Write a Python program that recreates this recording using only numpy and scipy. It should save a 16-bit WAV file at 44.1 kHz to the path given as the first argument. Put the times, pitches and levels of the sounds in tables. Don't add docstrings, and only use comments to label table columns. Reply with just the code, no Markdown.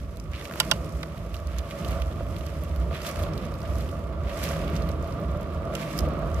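import sys
import numpy as np
from scipy import signal
from scipy.fft import rfft, irfft
from scipy.io import wavfile
from scipy.ndimage import uniform_filter1d

SR = 44100
rng = np.random.default_rng(int(sys.argv[2]) if len(sys.argv) > 2 else 0)


def dump_mix(stems):
    frames = np.atleast_2d(stems).T
    limited = np.clip(frames, -1, 1)
    pcm = np.round(limited * 32767).astype(np.int16)
    wavfile.write(sys.argv[1], SR, pcm)


N = 282240


def undb(db):
    return 10 ** (np.asarray(db) / 20)


def unit(x):
    return x / np.sqrt(np.mean(x ** 2))


def curves(table):
    time_s, *columns = np.transpose(table)
    return [np.interp(np.arange(N) / SR, time_s, column) for column in columns]


def over_hz(table, column):
    hz = np.maximum(np.arange(N // 2 + 1) * SR / N, 1)
    return np.interp(np.log(hz), np.log(np.array(table)[:, 0]), np.array(table)[:, column])


def band(x, hz, width_hz):
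    return signal.lfilter(*signal.iirpeak(hz, hz / width_hz, fs=SR), x)


def ring(x, modes, apart_samples=0):
    return sum(undb(db) * band(band(np.roll(x, k * apart_samples, axis=-1), hz, 1.59 * width),
                               hz, 1.94 * width)
               for k, (hz, width, db) in enumerate(modes))


def walk(rate_hz):
    hold = int(SR / rate_hz)
    steps = np.repeat(rng.standard_normal(N // hold + 1), hold)
    return uniform_filter1d(uniform_filter1d(steps, hold), hold)[:N]


def step(at_s, over_s):
    return .5 + .5 * np.tanh((np.arange(N) / SR - at_s) / over_s)


def swell(peak_s, rise_s, fall_s):
    t = np.arange(N) / SR - peak_s
    return np.exp(-np.where(t < 0, -t / rise_s, t / fall_s))


def low_high(db, treble_db):
    return np.vstack([undb(db), undb(db + treble_db)])


def add(out, start_s, sound, peak_db, pan_db):
    i = int(start_s * SR)
    sound = sound / np.abs(sound).max() * undb(peak_db + np.array([[pan_db], [-pan_db]]) / 2)
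    out[:, i:i + sound.shape[1]] += sound[:, :N - i]


# freq_hz, coherence, pan_db
PORTS = [(60, 0.97, -3), (197, 0.95, -1), (656, 0.86, -2), (1180, 0.55, -5.5), (3040, 0.34, -4.5),
         (8400, 0, -1), (15000, 0.1, -4)]

def ports(pair):
    coherence = np.clip(over_hz(PORTS, 1), 0, 1)
    tilt = undb(over_hz(PORTS, 2) / 2)
    mid, side = rfft(pair) * np.sqrt([1 + coherence, 1 - coherence])
    return irfft([(mid + side) * tilt, (mid - side) / tilt], N) / np.sqrt(2)


# time_s, level_db, treble_rel_db
HISS = [(0, -56, -3), (.25, -58, -3.5), (.8, -57, 0), (1.1, -53, -5), (1.45, -55.5, -4), (2.1, -51.5, -4.5),
        (2.7, -52.5, -3), (3.3, -49, -9.5), (3.95, -58.5, 0.5), (4.17, -54, -16), (4.6, -44.5, -13),
        (5.0, -50.5, -6.5), (5.62, -53.5, -9), (5.9, -45.5, -10), (6.2, -50, -12), (6.4, -50, -3)]

def hiss_envelope():
    return low_high(*curves(HISS))


# peak_s, level_db, treble_rel_db, swell_s
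RUSTLES = [(.45, -47.5, 2, 0.021), (.75, -47.5, -7, 0.04), (.97, -52, 0, 0.047), (1.17, -52.5, -5, .04),
           (1.36, -50, -4, 0.038), (1.58, -45.5, -11, 0.03), (2.5, -52.5, -10, 0.1),
           (3.2, -43.5, -2, 0.057), (3.44, -47, -9, 0.039), (3.66, -48, -17, 0.034), (3.81, -48, -4, 0.17),
           (4.77, -51, 0, 0.031), (5.98, -46.5, 1, 0.055)]

def rustle_envelope():
    total = 0
    for peak_s, db, treble_db, swell_s in RUSTLES:
        total = np.hypot(total, low_high(db, treble_db) * swell(peak_s, swell_s, swell_s))
    return total


# land_s, back_on_deck_s, speed_gain_db, unload_db, crunch_db,
# scrape_peak_s, scrape_db, scrape_treble_rel_db, scrape_rise_s, scrape_fall_s
KICKS = [(0.318, 0.646, 8.5, -5, -44, 0.61, -43.5, -2, 0.11, 0.16),
         (1.633, 1.84, 7, -8, -49.5, 1.92, -43.5, -3.5, 0.21, 0.082),
         (2.911, 3.17, 6.5, -12.5, -42, 3.07, -39.5, 1.5, 0.035, 0.04),
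         (4.256, 4.563, 5.5, -4, -44, 4.45, -39, -1, 0.096, 0.14),
         (5.722, 5.968, 3.5, -11, -50, 5.82, -41.5, -2.5, 0.075, 0.065)]

def shoe_envelope():
    total = 0
    for land_s, _, _, _, crunch_db, peak_s, scrape_db, treble_db, rise_s, fall_s in KICKS:
        crunch = low_high(crunch_db, treble_db=-10) * swell(land_s + 0.03, rise_s=0.022, fall_s=0.15)
        scrape = low_high(scrape_db, treble_db) * swell(peak_s, rise_s, fall_s)
        total = np.hypot(total, np.hypot(crunch, scrape))
    return total


def ride(gather_db_per_s=1.7562, coast_s=0.38, unload_after_s=0.04, shift_s=0.0135):
    t = np.arange(N) / SR
    speed_db, unload_db = gather_db_per_s * t, 0
    for land_s, back_s, gain_db, drop_db, *_ in KICKS:
        push = np.clip((t - land_s) / (back_s - land_s), 0, 1)
        coast = np.exp(-np.maximum(t - back_s, 0) / coast_s)
        weight_off = step(land_s + unload_after_s, shift_s) * (1 - step(back_s, shift_s))
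        speed_db += gain_db * push * coast
        unload_db += drop_db * weight_off
    return speed_db, unload_db


def crackle(per_s, spread_db, burst_s, share=0.44):
    size = np.minimum(rng.exponential(size=N), 3.5)
    hits = (rng.random(N) < per_s / SR) * undb(spread_db * size)
    bursts = signal.lfilter([1], [1, -np.exp(-1 / (burst_s * SR))], hits)
    return rng.standard_normal((2, N)) * (1 + share * unit(bursts))


# freq_hz, density_db
RUB_SPECTRUM = [(900, -2.5), (1500, 0.5), (2200, 2), (3200, -2), (4000, -4.5), (5200, -5.5), (7000, -12),
                (9000, -12.5), (12000, -15.5), (16000, -19)]

def rubbing():
    low_gain, high_gain = np.sqrt(hiss_envelope() ** 2 + rustle_envelope() ** 2 + shoe_envelope() ** 2)
    treble = over_hz([(3500, 0.14), (7000, 0.95)], 1)
    colour = undb(over_hz(RUB_SPECTRUM, 1))
    flutter_db = 1.25 * walk(35)
    low = irfft(rfft(crackle(per_s=220, spread_db=3.5, burst_s=0.0017)) * colour * (1 - treble), N)
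    high = irfft(rfft(crackle(per_s=130, spread_db=5.5, burst_s=0.0013)) * colour * treble, N)
    low = unit(low) * low_gain * undb(0.42 * walk(45))
    high = unit(high) * high_gain * undb(0.69 * walk(40))
    return ports((low + high) * undb(flutter_db))


# start_s, peak_db, snap_db, body_hz,
# fall_ms, pan_db
TICKS = [(0.1707, -38.5, -10, 5000, 1.5, -16), (0.199, -30, -27, 5670, 1.5, -8),
         (.3162, -43, -39, 5800, 4, -7.5), (.334, -30.5, -28, 2500, 1.5, -4),
         (.341, -31, -28, 2200, 2.1, -5), (0.35, -31, -34, 2550, 3.8, -4), (.36, -32, -30, 3080, 2.5, -2),
         (.377, -41, -25, 3000, 2, -5), (0.396, -34, -25, 3300, 1.5, -5),
         (.4125, -35, -18, 3450, 1.5, -5.5), (0.4522, -27.5, -24, 2550, 4.7, -6),
         (0.5114, -23.5, -22, 1500, 0.54, 0), (0.523, -29, -17, 1710, 2, -3),
         (0.5378, -22.5, -14, 2100, .6, -1), (.558, -22.5, -15, 990, 1.1, -2),
         (1.03, -21.5, -39, 3230, 2.2, -8), (1.0308, -26, -36, 2140, 2.8, -6),
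         (1.0325, -26.5, -36, 1190, 2.6, -6), (1.179, -36, -8, 3180, 1.7, -6),
         (1.3414, -31.5, -19, 2960, 5.7, -8), (1.366, -35.5, -18, 4370, 2.8, -11),
         (1.471, -36, -11, 5000, 2.2, -8), (1.5845, -29.5, -24, 5600, 2, -12),
         (1.59, -28, -22, 2900, 2.7, -12), (1.708, -28, -26, 2690, 6.5, -3.5),
         (1.803, -30, -23, 2500, 1, -1), (1.847, -29.5, -18, 3000, 3.9, -10),
         (1.886, -30, -15, 4500, 1, -10), (1.909, -29, -2, 7000, 1, -10),
         (2.019, -27.5, -20, 3040, 2.7, -8), (2.1236, -38, -25, 3200, 3, 0),
         (2.364, -32, -19, 3300, 2.3, -8), (2.408, -37, -26, 2700, 4, -6),
         (2.4653, -30.5, -11, 4600, 2.3, -7), (2.6363, -31, -1, 2940, 2.5, -6),
         (2.7614, -34.5, -10, 3200, 1.3, -16), (2.947, -32, -24, 2560, 5.9, -6),
         (2.968, -30, -21, 2800, 3.4, 0), (3.017, -31.5, -15, 4500, 3.3, 3), (3.048, -26, -20, 2000, 2, -2),
         (3.064, -23.5, -14, 3500, 8.4, -1), (3.088, -29, -10, 4500, 6, -6),
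         (3.1584, -29, -27, 2770, 4.2, -8), (3.192, -33, -10, 2890, 4, -11),
         (3.235, -31, -16, 3500, 4, -11), (3.3344, -36, -32, 3810, 1.9, -13),
         (3.3762, -32, -14, 4030, 4.1, -7), (3.453, -38, -20, 4170, 3, -8),
         (3.54, -38, -11, 4000, 1.6, -11), (3.6166, -37, -18, 4500, 1.7, -9),
         (3.7564, -40, -23, 5000, 1.7, -16), (3.7828, -33, -6, 5400, 3, -9), (3.807, -35, -12, 3500, 4, -6),
         (3.89, -32, -16, 2770, 1.3, -6), (4.294, -32, -25, 2700, 5.4, -4), (4.4376, -19.5, -8, 4000, 4, 1),
         (4.454, -25, -17, 3030, 3.4, -5), (4.4812, -29, -21, 2620, 3, -6), (4.489, -24, -13, 5500, 2, -8),
         (4.6444, -37, -19, 5000, 2, -4), (4.6788, -32, -18, 3000, 2, -8), (4.701, -35, 5, 2710, 1.5, -10),
         (4.763, -29.5, -22, 5030, 4, -11), (4.82, -31, -27, 4040, 5.4, -1),
         (4.89, -33, -11, 3290, 1.7, -18), (4.9155, -37, -28, 5500, 2, -12),
         (5.026, -40.5, -15, 6470, 1.5, -11), (5.0744, -41, -8, 4500, 3, -2.5),
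         (5.1228, -35.5, -25, 4500, 3, -3.5), (5.315, -39, -13, 6500, 2, -6),
         (5.3732, -42.5, -10, 6500, 1.9, -8), (5.4106, -40, -5, 6500, 1.5, -12),
         (5.43, -38.5, -8, 5200, 1.3, -8), (5.81, -39, -17, 3050, 5, -4), (5.978, -26, -9, 5500, 1.7, -8),
         (5.989, -18.5, -14, 5000, 2.8, -14), (6.005, -31, -15, 5650, 2, -8),
         (6.0876, -36, -7, 5000, 2, -9), (6.191, -38, -3, 7000, 2, -12), (6.344, -30, -24, 6000, 1.7, -8.5)]

def ticks(faint_count=12, shared_gain=1.4, click=1.8):
    out, t = np.zeros((2, N)), np.arange(1200) / SR
    faint = [(when * (N - 1) / SR, -44 + 6 * level, -16 + 14 * top,
              3000 * 2 ** (pitch - .5), 2.8, -7.5 + 7 * pan)
             for when, level, top, pitch, pan in rng.random((faint_count, 5))]
    for start_s, peak_db, snap_db, hz, fall_ms, pan_db in TICKS + faint:
        fall_s = max(fall_ms, .3) / 1000
        rise_s = .25 * fall_s
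        noise = rng.standard_normal((2, 3, len(t))) * np.minimum(t / rise_s, 1)
        noise = noise[:, :2] + shared_gain * noise[:, 2:]
        noise[:, :, int(rise_s * SR)] += click
        body = band(band(noise[0] * np.exp(-t / fall_s), hz, 0.39 * hz), hz, 2.1 * hz)
        snap = band(band(noise[1] * np.exp(-t / (0.62 * fall_s)), 12000, 6900), 16400, 7200)
        add(out, start_s, unit(body) + 2.55 * undb(snap_db) * unit(snap), peak_db, pan_db)
    return out


# freq_hz, level_db, t60_s
JOINT_MODES = [(650, -15, .045), (870, -11.5, .045), (1030, -9.5, .045), (1400, -4, .03), (1470, -8, .022),
               (1760, -13, .02), (2680, -10, .025), (2870, -4.5, .04), (3010, -6, .022), (3250, -5, .022),
               (3780, -1, .025), (4700, -8, .045), (5050, -11, .03), (5480, -8, .028), (6050, -9, .018),
               (7630, -11, .018), (8350, -7, .018), (10480, -12, .015), (11190, -9, .015)]
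# start_s, peak_db, pan_db, low_cut_db_per_oct, high_cut_db_per_oct, t60_scale
CLACKS = [(0.6001, -3.5, -9.5, 3.4, 1.2, 1), (0.7125, -5, -9.5, 2.6, 5.3, 0.98),
          (5.7513, -20, -8.5, 3.5, 0.84, 0.55)]

def clacks(rattle_s=0.0028, rebound_s=0.0033, rebound_gain=1.16, attack_s=0.0011):
    out, t = np.zeros((2, N)), np.arange(3000) / SR
    hz, db, t60_s = np.transpose(JOINT_MODES)[:, :, None]
    port_phase = np.array([0 * hz, np.pi * hz ** 2 / (hz ** 2 + 3400 ** 2)])
    bright = 1 / (1 + (3400 / hz) ** 6)
    for start_s, peak_db, pan_db, low_cut, high_cut, t60_scale in CLACKS:
        phase, scatter = rng.random((2, len(JOINT_MODES), 1))
        cut_db = np.where(hz < 3000, low_cut, high_cut) * np.abs(np.log2(hz / 3000))
        envelope = 1000 ** (-t / (t60_scale * t60_s)) * np.minimum(t * hz / 1.8, 1)
        tones = np.sin(2 * np.pi * (hz * t + phase) + port_phase)
        modes = undb(db + 6 * scatter - cut_db) * envelope * tones
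        blow = ((0.33 + 0.67 * bright) * modes).sum(axis=1)
        dull = ((1 - bright) * modes).sum(axis=1)
        rebound = np.pad(dull, ((0, 0), (int(rebound_s * SR), 0)))[:, :len(t)]
        noise = rng.standard_normal((3, len(t)))
        noise = noise[:2] + 0.49 * noise[2] * np.array([[1], [-1]])
        rattle = 2.8 * undb(-1.5 * high_cut) * band(noise, 2900, 5800) * np.exp(-t / rattle_s)
        clack = (blow + rebound_gain * rebound + rattle) * np.minimum(t / attack_s, 1)
        add(out, start_s, clack, peak_db, pan_db)
    return out


# start_s, loaded_peak_db, pitch_hz
DIPS = [(0.931, -26.5, 63), (1.455, -26.5, 68.2), (1.536, -26, 60), (2.05, -27.5, 61.6),
        (2.21, -23.5, 60.3), (2.705, -23, 70.4), (2.776, -19.5, 62.5), (2.875, -26, 66), (3.2, -27, 67.5),
        (6.0, -31, 69), (6.3, -24.5, 72.6)]

def deck_thuds(rise_s=0.012, fall_s=0.038):
    out, t = np.zeros((2, N)), np.arange(12000) / SR
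    envelope = (1 - np.exp(-t / rise_s)) ** 2 * np.exp(-t / fall_s)
    for (start_s, peak_db, hz), phase in zip(DIPS, rng.random(len(DIPS))):
        swing = np.sin(2 * np.pi * (hz * t + phase)) * envelope
        add(out, start_s, np.array([swing, swing]), peak_db, pan_db=-3)
    _, unload_db = ride()
    return out * undb(unload_db)


# freq_hz, nominal_width_hz, level_db
WHEEL_MODES = [(527, 120, -11.5), (575, 61, 1.5), (623.3, 37, -7.5), (660, 23.7, 3), (780, 500, -18.5),
               (972, 87, -12.5), (1169, 93, -4.5), (1331, 88, -11.5)]
# start_s, peak_db
BUMPS = [(2.207, -25), (2.911, -24), (3.521, -26.5), (3.636, -29.5), (3.927, -28), (4.507, -23.5),
         (5.349, -22.5), (5.4, -28), (5.701, -25), (6.229, -23)]

def wheel_knocks():
    out, push = np.zeros((2, N)), np.zeros(4000)
    push[:24] = np.hanning(24)
    knock = ring(push, WHEEL_MODES)
    for start_s, peak_db in BUMPS:
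        add(out, start_s, np.array([knock, knock]), peak_db, pan_db=-2.5)
    return out


def road_grain(per_s=250, spread_db=3.5, share=5.3):
    size = np.minimum(rng.exponential(size=(2, N)), 3.5)
    stones = (rng.random((2, N)) < per_s / SR) * undb(spread_db * size) * rng.standard_normal((2, N))
    return rng.standard_normal((2, N)) + share * unit(stones)


# freq_hz, nominal_width_hz, level_db
DECK_MODES = [(63.2, 18.5, 0.5), (79.2, 18, -6.5), (92.3, 23.6, -16)]
FRAME_MODES = [(156.8, 27, 0), (204.6, 45, -9), (258.7, 46, -13), (320.5, 46, -10), (414, 117, -14.5)]
# time_s, level_db
DECK_SHAKE = [(0, -35.5), (.7, -34.5), (.98, -38), (1.06, -42.5), (1.2, -36.5), (1.42, -36), (1.56, -33),
              (1.63, -36), (1.9, -30), (2.3, -31.5), (2.66, -33.5), (2.8, -34), (2.93, -26.5),
              (3.24, -28.5), (3.38, -36), (3.75, -30.5), (4.15, -33), (4.3, -32), (4.7, -29.5),
              (5.0, -31.5), (5.25, -31), (5.7, -33.5), (6.08, -26), (6.18, -38), (6.4, -27)]
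# time_s, frame_extra_db, wheel_extra_db
ASPHALT = [(0, 0.5, 0.5), (.6, 0, 1.5), (1.05, 0, -1.5), (1.4, 0, 1), (2.2, 0.5, 1.5), (2.6, 0, -0.5),
           (3.0, 2.5, 3.5), (3.5, 0.5, -0.5), (3.65, -1, 0), (4.1, 0.5, 1), (4.8, 0, 0), (5.2, 1, 1.5),
           (5.55, -0.5, -1), (5.75, 1.5, 2.5), (6.0, 2, 0.5), (6.28, 0, 3), (6.4, -3, -4)]

def rolling(frame_base_db=-44, wheel_base_db=-48.5):
    speed_db, unload_db = ride()
    frame_extra_db, wheel_extra_db = curves(ASPHALT)
    deck_db = curves(DECK_SHAKE)[0] + unload_db
    frame_db = frame_base_db + frame_extra_db + 0.83 * speed_db + 0.29 * unload_db
    wheel_db = wheel_base_db + wheel_extra_db + speed_db + 0.22 * unload_db
    out = 0
    for modes, db in (DECK_MODES, deck_db), (FRAME_MODES, frame_db), (WHEEL_MODES, wheel_db):
        fine = ring(rng.standard_normal((2, N)), modes, apart_samples=SR // 2)
        coarse = ring(road_grain(), modes)
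        waver_db = 0.36 * walk(18) + 1.26 * walk(9)
        out += unit((unit(fine) + 0.46 * unit(coarse)) * undb(waver_db)) * undb(db)
    return ports(out)


def scene():
    return rolling() + wheel_knocks() + deck_thuds() + rubbing() + clacks() + ticks()


# freq_hz, gain_db
MIC = [(20, -12), (38, -8), (50, 1), (7500, -0.5), (8500, -2), (10100, -3), (10900, 2), (12500, 1.5),
       (14000, -4), (15300, -4), (15600, -24)]

def record(dry):
    lag_samples, ceiling, top_hz = 3, .85, 16300
    lagged = np.array([np.pad(dry[0], (lag_samples, 0))[:N], dry[1]])
    coloured = irfft(rfft(lagged) * undb(over_hz(MIC, 1)), N)
    rounded = ceiling * np.tanh(coloured / ceiling)
    return signal.sosfilt(signal.ellip(8, .2, 70, top_hz, fs=SR, output="sos"), rounded)


dry = scene()
out = record(dry)
dump_mix(out)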